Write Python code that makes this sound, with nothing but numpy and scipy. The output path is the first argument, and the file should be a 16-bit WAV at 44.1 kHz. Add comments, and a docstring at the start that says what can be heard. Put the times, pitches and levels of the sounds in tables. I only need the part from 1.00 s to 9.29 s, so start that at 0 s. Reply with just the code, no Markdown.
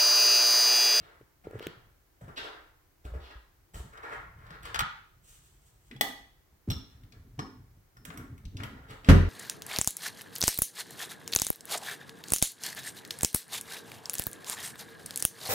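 """A quiet house hum runs throughout. Soft steps thud, pop and scuff over a hard floor in a small hallway,
as filtered noise and short sinking notes, while a hand taps and wipes the wall with dry cracks and grainy noise.
A sleeve brushes past, then a bolt snaps, a knob is knocked and a latch springs: noise cracks with ringing sines.
The door drags and snaps in its frame and bangs at the end with a boom of sines and a dying noise crack.
Two close microphone ports hear the lows alike, and higher sounds both directly and through the hall."""
import sys
import numpy as np
from scipy import signal
from scipy.io import wavfile

SR = 44100
rng = np.random.default_rng(int(sys.argv[2]) if len(sys.argv) > 2 else 0)


def volts_from_db(level):
    """Convert decibel levels to linear amplitude ratios."""
    exponent = np.asarray(level, float) / 20
    return 10 ** exponent


def waveform_to_disk(signal):
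    """Save audio, clipped to [-1, 1], as 16-bit WAV at the path in sys.argv[1]."""
    frames = np.transpose(np.atleast_2d(signal))
    scaled = np.clip(frames, -1, 1) * 32767
    samples = np.round(scaled).astype(np.int16)
    wavfile.write(sys.argv[1], SR, samples)


N = 365588      # length in samples

# In the tables t60 is the time a sound takes to die by 60 dB.


def rms_one(x):
    """Scale a sound so that its average strength (rms) is 1."""
    return x / np.sqrt(np.mean(x ** 2) + 1e-20)


def at_hz(points, hz):
    """Read a table of (f/Hz, value) between its points, on a log-frequency axis."""
    table_hz, values = np.array(points).T[:2]
    return np.interp(np.log(hz), np.log(table_hz), values)


def in_time(rows):
    """Follow a curve of (t/s, level/dB) as a gain, practically silent outside its span."""
    s, level_db = np.transpose(rows)
    return volts_from_db(np.interp(np.arange(N) / SR, s, level_db, left=-140, right=-140))


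def cut(x, hz, kind, order=2):
    """Keep only the lows, the highs or a band, with a smooth (Butterworth) filter."""
    return signal.sosfilt(signal.butter(order, hz, kind, fs=SR, output="sos"), x + 1e-18)


def ring(x, hz, t60):
    """Let each click start a dying sine, of height about 1 for a unit click."""
    decay = volts_from_db(-60 / (max(t60, 0.004) * SR))
    turn = 2 * np.pi * hz / SR
    return signal.lfilter([0, np.sin(turn)], [1, -2 * decay * np.cos(turn), decay * decay], x + 1e-18)


def body(x, resonances):
    """Colour a sound with side-by-side resonances (f/Hz, width/Hz, level/dB) of alternating sign."""
    out = 0
    for k, (hz, width, db) in enumerate(resonances):
        decay = np.exp(-np.pi * width / SR)
        pole = [1, -2 * decay * np.cos(2 * np.pi * hz / SR), decay * decay]
        gain = (-1) ** k * volts_from_db(db) * (1 - decay * decay) / 2
        out = out + gain * signal.lfilter([1, 0, -1], pole, x + 1e-18)
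    return out


def diffuse(length, spectrum, t60=None):
    """Add half-octave bands of stereo noise, more alike in the bass; each band may die at its own pace."""
    # how alike left and right are: (f/Hz, likeness from 0 to 1)
    likeness = [(60, 0.88), (130, 0.7), (290, .3), (640, 0.29), (1400, 0.013), (16000, 0.066)]
    edges = 25 * 2 ** np.arange(0, 9.6, 0.5)      # band limits in Hz
    out, t = 0, np.arange(length) / SR
    white = rng.standard_normal((2, 2, length))
    for k, (low, high) in enumerate(zip(edges, edges[1:])):
        # neighbouring bands take turns with two noises
        mid, side = cut(white[k % 2], [low, high], "band")
        hz = np.sqrt(low * high)
        alike = np.clip(at_hz(likeness, hz), -1, 1)
        gain = volts_from_db(at_hz(spectrum, hz))
        if t60:
            gain = gain * volts_from_db(-60 * t / at_hz(t60, hz))
        out = out + gain * (np.sqrt(1 + alike) * mid + np.sqrt(1 - alike) * side * [[1], [-1]])
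    return rms_one(out)


def train(times, sizes):
    """Place clicks of given sizes at given times in seconds."""
    out = np.zeros(np.shape(sizes)[:-1] + (N,))
    out[..., np.round(np.asarray(times) * SR).astype(int)] = sizes
    return out


def burst(clicks, t60):
    """Let each click start a puff of noise that dies fast."""
    fade = signal.lfilter([1], [1, -volts_from_db(-60 / (t60 * SR))], clicks + 1e-18)
    return fade * rng.standard_normal(N)


def flutter(rate):
    """Wobble at random, heading for a new value rate times a second."""
    step = SR / rate
    return np.interp(np.arange(N) / step, np.arange(N // 50), rng.standard_normal(N // 50))


def swells(peaks, rises, levels_db, fall):
    """Make gains that swell to a peak, then fall by so many dB a second."""
    swell_db = 11      # size of the rise
    out = np.zeros(N)
    for s, rise, db in np.broadcast(peaks, rises, levels_db):
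        i = max(round((s - rise) * SR), 0)
        t = np.arange(i, min(i + SR, N)) / SR - s
        slope_db = np.where(t < 0, swell_db * t / max(rise, 0.001), -fall * t)
        out[i:i + SR] += volts_from_db(db + slope_db)
    return out


def swelling_notes(rows, swell_s):
    """Soft blows (t/s, level/dB, f/Hz, t60/s): each is a sine that swells briefly, then dies."""
    out, t = np.zeros(N), np.arange(SR // 2) / SR
    for s, db, hz, t60 in rows:
        i = round(s * SR)
        fade = (1 - np.exp(-t / swell_s)) * volts_from_db(-60 * t / max(t60, 0.008))
        note = fade * np.sin(2 * np.pi * hz * t)
        out[i:i + len(t)] += (volts_from_db(db) * note / np.abs(note).max())[:N - i]
    return out


def strokes(rows, fall, body_db):
    """Shape the gains of rub, body, grit and hiss for rubbing strokes; grit and hiss die faster."""
    treble_fall = 2.07      # times as fast
    s, rise, db, grit_db, hiss_db = np.transpose(rows)
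    rub = swells(s, rise, db, fall)
    grit = swells(s, rise, db + grit_db, fall * treble_fall)
    hiss = swells(s, rise, db + hiss_db, fall * treble_fall)
    return np.array([rub, volts_from_db(body_db) * rub, grit, hiss])


def rubbing(gains, spread_db):
    """Friction: dense uneven grains of noise colour four ranges, called rub, body, grit and hiss."""
    # resonances of each range: (f/Hz, width/Hz, level/dB)
    rub_body = [(1065, 950, -3.5), (1715, 730, 2), (2064, 665, -2)]
    sole_body = [(370, 270, 1), (761, 530, -0.5)]
    grit_body = [(2778, 1300, 7), (4620, 2390, -3)]
    hiss_body = [(7500, 2600, 5.5), (11070, 1300, -16.5), (13600, 1800, -3)]
    grains = rng.standard_normal((4, N)) * volts_from_db(spread_db * np.minimum(rng.exponential(1, N), 4.0))
    grains *= volts_from_db(4.06 * flutter(45))      # the contact sticks and slips in clumps
    rub = rms_one(cut(body(grains[0], rub_body), [800, 2600], "band"))
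    sole = rms_one(cut(body(grains[1], sole_body), 170, "high"))
    grit = rms_one(cut(body(grains[2], grit_body), 2300, "high"))
    hiss = rms_one(cut(body(grains[3], hiss_body), 5500, "high"))
    return np.sum(gains * [rub, sole, grit, hiss], axis=0)


def struck(events, crack_t60):
    """Blows as stereo puffs of noise: a middle part, and a treble part that leans to the right port."""
    s, db, treble_db, pan_db = np.transpose(events)[:4]
    sides = volts_from_db(np.outer([0.5, -0.5], np.clip(pan_db, -8, 8)))
    middle = burst(train(s, sides * volts_from_db(db)), crack_t60)
    treble = cut(burst(train(s, sides * volts_from_db(db + treble_db)), crack_t60), 4600, "high")
    return middle, treble * volts_from_db(np.array([[-2.5], [2.5]]))


def metal(events, modes, crack_db, crack_t60, loose, rattle_per_s):
    """Metal cracks and rings, each note struck with its own strength; loose parts make it flutter."""
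    s, db, treble_db, pan_db, ring_db = np.transpose(events)
    middle, treble = struck(events, crack_t60)
    luck = rng.normal(0, 1.5, (len(s), len(modes))).T
    rings = 0
    for (hz, mode_db, t60), luck_db in zip(modes, luck):
        blow_db = db + ring_db + mode_db + luck_db
        if hz > 6000:
            blow_db = blow_db + treble_db
        note = ring(train(s, volts_from_db(blow_db)), hz, t60)
        rings = rings + (1 + loose * flutter(rattle_per_s)) * note
    return rings + volts_from_db(crack_db) * cut(middle, [500, 5000], "band") + treble


def late_left(x, lag):
    """Delay the left port by lag samples: it lies farther from the source."""
    x = np.broadcast_to(x, (2, N))
    return np.stack([np.roll(x[0], lag), x[1]])


def hum():
    """The quiet house hum is steady stereo noise, shaped band by band."""
    # colour of the hum: (f/Hz, level/dB)
    hum_colour = [(15, -32), (25, 6.5), (64, -5), (127, -10), (185, -26.5), (317, -12.5), (394, -19.5),
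                  (624, -20.5), (1840, -23.5), (2760, -30), (6740, -30.5), (8140, -31.5), (14400, -35.5),
                  (16000, -21)]
    return volts_from_db(-64.5) * diffuse(N, hum_colour)


def hall(x):
    """Reflections build up within a few ms and die band by band."""
    # colour of the reflections: (f/Hz, level/dB)
    hall_colour = [(25, -17.5), (250, 0.5), (800, 0.5), (1400, 1), (2500, -1.5), (16000, -2)]
    # how long they last: (f/Hz, t60/s)
    hall_t60 = [(100, 0.47), (400, 0.43), (1500, 0.52), (4000, 0.53), (15000, 0.32)]
    length = int(0.8 * SR)
    tail = diffuse(length, hall_colour, hall_t60)
    tail *= 1 - np.exp(-np.arange(length) / (0.0013 * SR))
    tail /= np.sqrt(np.sum(tail ** 2) / 2)
    return signal.fftconvolve(x[None], tail)[:, :N]


def shake():
    """Jolts drive low resonances of floor and door; lumpy leaning keeps the slowest ones droning."""
    # weight jolting floor and door: (t/s, level/dB)
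    jolt_rows = [(0.002, -53), (0.22, -61), (0.46, -47), (0.55, -45), (0.67, -54), (0.87, -61), (1.24, -44),
                 (1.3, -49), (1.41, -57), (2.07, -50), (2.16, -47), (2.76, -41.5), (2.85, -45.5),
                 (3.14, -56), (3.32, -79), (3.53, -55), (3.82, -38), (4.96, -53), (5.53, -58.5),
                 (5.71, -29), (6.05, -56), (6.401, -39.5), (6.59, -47.5), (6.77, -53), (7.08, -51),
                 (7.19, -42), (7.33, -43), (7.4, -52), (7.46, -40.5), (7.55, -45), (7.64, -38.5),
                 (7.75, -50), (7.82, -47), (7.91, -45.5)]
    # weight leaning on them between jolts: (t/s, level/dB)
    lean_curve = [(0.0, -88), (0.7, -64), (1.1, -80), (1.55, -78), (1.9, -90), (2.45, -72), (2.95, -64),
                  (3.7, -48), (4.0, -64), (4.9, -64.5), (5.3, -62.5), (5.62, -83.5), (5.8, -61.5),
                  (6.3, -53.5), (6.75, -61.5), (6.92, -77.5), (7.0, -58.5), (8.08, -57)]
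    # resonances under the jolts, then under the leaning: (f/Hz, width/Hz, level/dB)
    shake_body = [(41, 25.1, -3), (94.8, 21.2, 0.5), (120, 34.4, -3), (189, 81.3, -11)]
    lean_body = [(44, 16, -0.5), (80, 34, -6), (115, 16, -2.5), (183, 70, -21.5)]
    s, db = np.transpose(jolt_rows)
    jolts = swells(s, 0.021, db, fall=294.5) * rms_one(body(rng.standard_normal(N), shake_body))
    lean = in_time(lean_curve) * volts_from_db(3.0 * flutter(18))
    return jolts + lean * rms_one(body(rng.standard_normal(N), lean_body))


def panel():
    """Shoves set the broad resonances of door panel and frame murmuring."""
    # shoves: (peak t/s, rise/s, level/dB)
    shoves = [(4.918, 0.011, -49), (5.039, 0.036, -45.5), (5.679, .004, -39.5), (6.156, 0.18, -62.5),
              (6.28, 0.031, -62.5), (6.394, 0.0084, -39), (7.082, 0.093, -57), (7.186, 0.041, -46.5),
              (7.316, 0.024, -62), (7.616, 0.093, -47), (7.75, .1, -59), (7.928, .05, -58),
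              (8.07, 0.034, -51.5)]
    # resonances: (f/Hz, width/Hz, level/dB)
    panel_body = [(207, 46.5, -2), (270, 57, 0.5), (360, 86, -6.5), (390, 41, -2.5)]
    murmur = rms_one(cut(body(rng.standard_normal(N), panel_body), 180, "high"))
    return swells(*np.transpose(shoves), fall=124.5) * murmur


def walker():
    """Soles, hand and sleeve rub on floor, wall and cloth, which makes grainy noise."""
    # soles grazing the floor as they land: (peak t/s, rub level/dB, grit against rub/dB, hiss against rub/dB)
    graze_rows = [(0.447, -57.5, -10, -15), (1.217, -55, -10, -6), (1.283, -55, -14, -18),
                  (2.051, -55.5, -2.5, -5), (2.142, -50, -30, -16), (2.744, -54, -2, 2)]
    # soles sliding as they roll off:
    # (peak t/s, rise/s, rub level/dB, grit against rub/dB, hiss against rub/dB)
    slide_rows = [(0.002, 0.0032, -55, 0, -17), (0.549, 0.054, -52.5, -30, -18), (0.64, 0.062, -53, 3, -19),
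                  (1.378, 0.017, -45.5, 7.5, -22), (1.42, 0.045, -50, -3, -11),
                  (2.238, 0.038, -55, 4.5, -20), (2.775, 0.031, -59, 3.5, 8.5)]
    # a hand wiping along the wall, same columns as the slides
    wipe_rows = [(2.94, 0.022, -53.5, -21, -26), (2.985, 0.035, -55.5, -14, -24),
                 (3.032, 0.0023, -40, -18, -27), (3.095, 0.077, -42.5, -12, -23),
                 (3.16, 0.11, -46.5, -24, -20), (3.39, .04, -62, -37, -29), (3.49, 0.093, -53.5, -13, -32),
                 (3.53, 0.04, -62, -1, -19), (3.657, 0.031, -46.5, -1.5, -10),
                 (3.735, 0.066, -55, -20, -30)]
    # a sleeve brushing past: (t/s, level/dB)
    sleeve_curve = [(4.2, -88), (4.25, -60.5), (4.335, -60), (4.52, -73), (4.885, -72.5), (4.9, -86)]
    graze_rows = np.insert(graze_rows, 1, 0.0084, axis=1)      # every graze rises in 8.4 ms
    grazes = strokes(graze_rows, fall=292, body_db=3.5)
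    slides = strokes(slide_rows, fall=112.5, body_db=-2)
    wipes = strokes(wipe_rows, fall=155, body_db=-6.5)
    # the sleeve is mostly hiss: rub, body and grit stay below it
    sleeve = np.outer(volts_from_db(np.array([-14, -22.5, -8.5, 0])), in_time(sleeve_curve))
    return rubbing(grazes + slides + wipes + sleeve, spread_db=4.5)


def pops():
    """A flexing sole pops: a hollow note of a few cycles, with a sharp tick just after it starts."""
    # (t/s, note level/dB, f/Hz, tick against note/dB)
    pop_rows = [(0.21, -45.5, 398, -17), (0.469, -29.5, 417, -28), (0.508, -37.5, 458, -9.5),
                (0.532, -36, 430, -31), (0.553, -32, 427, -32), (0.587, -46.5, 283, 2),
                (0.592, -48.5, 283, 10.5), (0.605, -32, 440, -28.5), (0.624, -39, 382, -3),
                (0.666, -27.5, 370.6, -2), (0.699, -46, 331, -15), (1.211, -48.5, 550, -8),
                (1.279, -46.5, 517, -14), (2.05, -45.5, 288, -5), (2.137, -39, 544, -20),
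                (2.741, -49, 390, 2), (2.801, -45, 390, -4)]
    s, db, hz, tick_db = np.transpose(pop_rows)
    note = swelling_notes(zip(s + 0.0011, db, hz, 5.8 / hz), swell_s=0.0016)
    tick = burst(train(s + 0.0034, volts_from_db(db + tick_db)), 0.0025)
    coloured_tick = body(tick, [(1900, 1900, 0), (3120, 1360, 0)])
    return note + cut(tick, 5000, "high") + volts_from_db(16.5) * coloured_tick


def thuds():
    """Heels and shoves give soft low blows; each first pulls the pressure down."""
    # (t/s, level/dB, f/Hz, t60/s)
    thud_rows = [(0.207, -52.5, 116, 0.092), (0.469, -46, 100, 0.092), (0.52, -53, 43.1, 0.105),
                 (0.544, -37, 112, 0.21), (0.671, -42, 168, 0.075), (0.769, -50, 122.6, 0.13),
                 (1.218, -40, 128, 0.09), (1.28, -45, 124, 0.09), (2.049, -34, 59.7, 0.27),
                 (2.119, -33.5, 59.4, 0.4), (2.153, -35, 70.8, 0.27), (2.354, -40.5, 54.7, 0.23),
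                 (2.743, -40.5, 71, 0.14), (2.8, -31, 63.8, 0.096), (3.509, -45, 162, 0.095),
                 (3.788, -34, 45, 0.23), (4.952, -43.5, 132, 0.27), (5.677, -28.5, 219, 0.064),
                 (5.686, -21.5, 93, 0.07), (5.709, -39, 75.4, 0.085), (5.76, -32, 72.7, 0.072),
                 (6.039, -46, 92, 0.13), (6.197, -48, 86.1, 0.17), (6.381, -35, 133, 0.16),
                 (7.08, -41, 166, 0.16), (7.181, -39, 132, 0.13), (7.299, -42.5, 112.7, 0.193),
                 (7.456, -31.5, 40.4, 0.07), (7.548, -33, 102, 0.11), (7.599, -33.5, 99.6, 0.096),
                 (7.638, -43, 121, 0.16)]
    return -swelling_notes(thud_rows, swell_s=0.002)


def taps():
    """Hand and switch tap the wall: short cracks through broad resonances of plastic and board."""
    # (t/s, level/dB, treble against level/dB, left against right/dB)
    tap_rows = [(1.377, -32, -36, 2), (2.933, -50.5, -24, 9), (2.974, -39.5, -50, 7), (3.03, -49, -17, 5),
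                (3.388, -55.5, -27.5, -2.5), (3.466, -44.5, -33, -1), (3.505, -38.5, -40, 8),
                (3.631, -45, -2, 2.5), (3.653, -33.5, -10, 8.5), (3.744, -19, -21.5, 8),
                (3.757, -23.5, -20, 4.5), (3.791, -14, -13, 3.5), (3.805, -18.5, -15.5, -6)]
    # resonances: (f/Hz, width/Hz, level/dB)
    tap_body = [(474, 430, -11.5), (936, 330, -3), (1500, 510, 0.5), (2250, 990, -4), (3180, 1640, -6.5)]
    middle, treble = struck(tap_rows, crack_t60=0.048)
    return volts_from_db(6) * body(middle, tap_body) + volts_from_db(-5) * treble


def bolt():
    """The bolt snaps: a crack that sets its metal ringing, with a slight rattle."""
    # (t/s, level/dB, treble against level/dB, left against right/dB, ring against level/dB)
    bolt_rows = [(4.963, -48, -18, -4, -10), (5.01, -18.5, 0, 10, -11)]
    # ringing notes: (f/Hz, level/dB, t60/s)
    bolt_modes = [(470, -14, 0.24), (793, 4, 0.07), (817, -2.5, 0.074), (1940, -12, 0.049),
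                  (1967, 5.5, 0.045), (3317, 4.5, 0.032), (3397, -5.5, 0.15), (4370, -12, 0.08),
                  (1210, -8, 0.063), (13360, -6, .02), (1957, -17, 0.27)]
    return metal(bolt_rows, bolt_modes, crack_db=2.5, crack_t60=0.036, loose=0.7, rattle_per_s=150)


def knob():
    """The knob is knocked and turned: its loose metal rings with a fast, strong rattle."""
    # (t/s, level/dB, treble against level/dB, left against right/dB, ring against level/dB)
    knob_rows = [(5.702, -31.5, -7.5, 2, -12.5), (5.714, -34.5, -13.5, -4.5, -12.5)]
    # ringing notes: (f/Hz, level/dB, t60/s)
    knob_modes = [(1262, 1.5, 0.035), (2900, -7, 0.085), (3500, 2, 0.054), (3800, -3, 0.087),
                  (4044, 8.5, .1), (5440, -5.5, 0.35), (5470, -9.5, 0.16), (5720, -7.5, .2),
                  (7827, -2, 0.06), (13350, 8, 0.042)]
    return metal(knob_rows, knob_modes, crack_db=4.0, crack_t60=0.0335, loose=2.44, rattle_per_s=450)


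def latch():
    """The latch tongue springs: a crack and rings that rattle."""
    # (t/s, level/dB, treble against level/dB, left against right/dB, ring against level/dB)
    latch_rows = [(6.391, -38.5, -21, 8, -8), (6.968, -59, -1.5, 6.5, -6.5)]
    # ringing notes: (f/Hz, level/dB, t60/s)
    latch_modes = [(620, -11, 0.055), (838, 4, 0.073), (1116, 11, 0.062), (1430, 5.5, 0.061),
                   (1810, -1, 0.073), (5290, -6, 0.28)]
    return metal(latch_rows, latch_modes, crack_db=5.5, crack_t60=0.057, loose=1.8, rattle_per_s=300)


def seal():
    """The door seal drags in the frame, which makes grainy friction noise."""
    # (peak t/s, rise/s, rub level/dB, grit against rub/dB, hiss against rub/dB)
    drag_rows = [(5.93, .04, -67.5, 0, -5), (6.126, .008, -66, -5, -15), (7.053, .003, -50.5, -6, 3),
                 (7.105, .002, -46, -21, -30), (7.182, 0.011, -52.5, -20, -11),
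                 (7.26, 0.041, -76, -20, -22), (7.61, 0.042, -46, -13, -22), (7.68, .06, -62, -15, -20),
                 (7.76, .08, -65, -15, -22), (7.84, 0.068, -62, -9, -18), (7.9, 0.024, -57, 0, -12),
                 (7.94, 0.046, -60, -5.5, -7), (8.08, 0.047, -47.5, -6, -14)]
    return rubbing(strokes(drag_rows, fall=213, body_db=-3), spread_db=6.5)


def snaps():
    """Door edge and fittings snap in the frame: dry cracks, each with a broad colour of its own."""
    # (t/s, level/dB, treble against level/dB, left against right/dB, centre f/Hz)
    snap_rows = [(4.912, -36.5, -25, 5.5, 2060), (6.034, -52, -11, 8, 2200), (6.122, -48.5, -16.5, 8, 3230),
                 (7.051, -37, -2.5, -10, 1940), (7.103, -31.5, -28, 8, 1450), (7.139, -48, -5.5, 5, 1630),
                 (7.174, -36, -2.5, -1, 1550), (7.379, -47, -7.5, 4, 1700), (7.453, -45.5, -12, 7, 3520),
                 (7.569, -37.5, -14, 3, 3440), (7.602, -33, -23, 9, 1500), (7.634, -26.5, -12.5, 10, 1900),
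                 (7.907, -43.5, -3, 3, 2950), (8.046, -36, -25, 1, 2800)]
    middle, treble = struck(snap_rows, crack_t60=0.04)
    starts = [round(row[0] * SR) for row in snap_rows] + [N]
    out = volts_from_db(-3) * treble
    for row, i, j in zip(snap_rows, starts, starts[1:]):
        centre = row[4]
        out[:, i:j] += volts_from_db(3) * cut(middle[:, i:j], [centre / 1.6, centre * 1.6], "band")
    return out


def bang():
    """The door panel booms; countless small modes of door and frame die band by band, as noise."""
    # door meets frame: (t/s, level/dB)
    bang_rows = [(8.087, 0.5), (8.096, 1.5)]
    # booming notes of the panel: (f/Hz, level/dB, t60/s)
    door_modes = [(43.2, -5, 0.61), (64.8, -32, 0.41), (86.1, 3.5, 0.52), (132, -22, 0.3),
                  (155.6, -7.5, 0.21), (181, -4, 0.23), (207, -2, 0.17), (246.8, -9, 0.28),
                  (398, -23, 0.61), (458, -20, 0.62), (524, -7.5, 0.091)]
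    # colour of the crack: (f/Hz, level/dB)
    crack_colour = [(71, -39), (120, -2), (231, -10.5), (362, -14), (524, -21), (874, -24.5), (1750, -15),
                    (2200, -27.5), (2810, -26), (5990, -36.5), (16000, -48.5)]
    # how long the crack lasts: (f/Hz, t60/s)
    crack_t60 = [(150, 0.28), (500, 0.27), (2000, 0.11), (12000, .12)]
    s, db = np.transpose(bang_rows)
    rebound = (-1) ** np.arange(len(s))      # the panel swings back after the edge lands
    blows = cut(train(s, rebound * volts_from_db(db)), 760, "low")
    boom = sum(volts_from_db(level_db - 12.5) * ring(blows, hz, t60) for hz, level_db, t60 in door_modes)
    crack = np.zeros((2, N))
    for start, level_db in bang_rows:
        i = round(start * SR)
        crack[:, i:] += volts_from_db(level_db - 25.0) * diffuse(N - i, crack_colour, crack_t60)
    return boom, crack


def scene():
    """Lows reach both ports alike; higher sounds come direct and through the hall."""
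    boom, crack = bang()
    lows = thuds() + shake() + boom
    rubs = walker() + seal()
    lock = bolt() + knob() + latch()      # close to the ports, so drier
    wall = taps()
    hits = snaps() + crack
    near = pops() + panel()

    wall_middle = cut(wall.mean(axis=0), [600, 3000], "band", order=1)
    to_hall = volts_from_db(-2.5) * rubs + volts_from_db(-4.5) * hits.mean(axis=0) + volts_from_db(-3.0) * wall_middle
    to_hall = to_hall + volts_from_db(-7) * lock.mean(axis=0) + volts_from_db(-15.5) * near + volts_from_db(-9.5) * lows
    wet = hall(to_hall)
    direct = late_left(volts_from_db(-4) * rubs + hits + wall + lock, lag=16)
    return lows + near + direct + wet + hum()


def band_limit(x):
    """A steep low-pass at the top of the band."""
    return signal.sosfilt(signal.butter(12, 16820, fs=SR, output="sos"), x)


def record(dry):
    """The microphone drops the deepest bass and the very top, and loud peaks are rounded."""
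    heard = cut(cut(dry, 30, "high"), 16300, "low", order=16)
    rounded = 0.89 * np.tanh(heard / 0.92)
    return band_limit(rounded)


dry = scene()
out = record(dry)
waveform_to_disk(out)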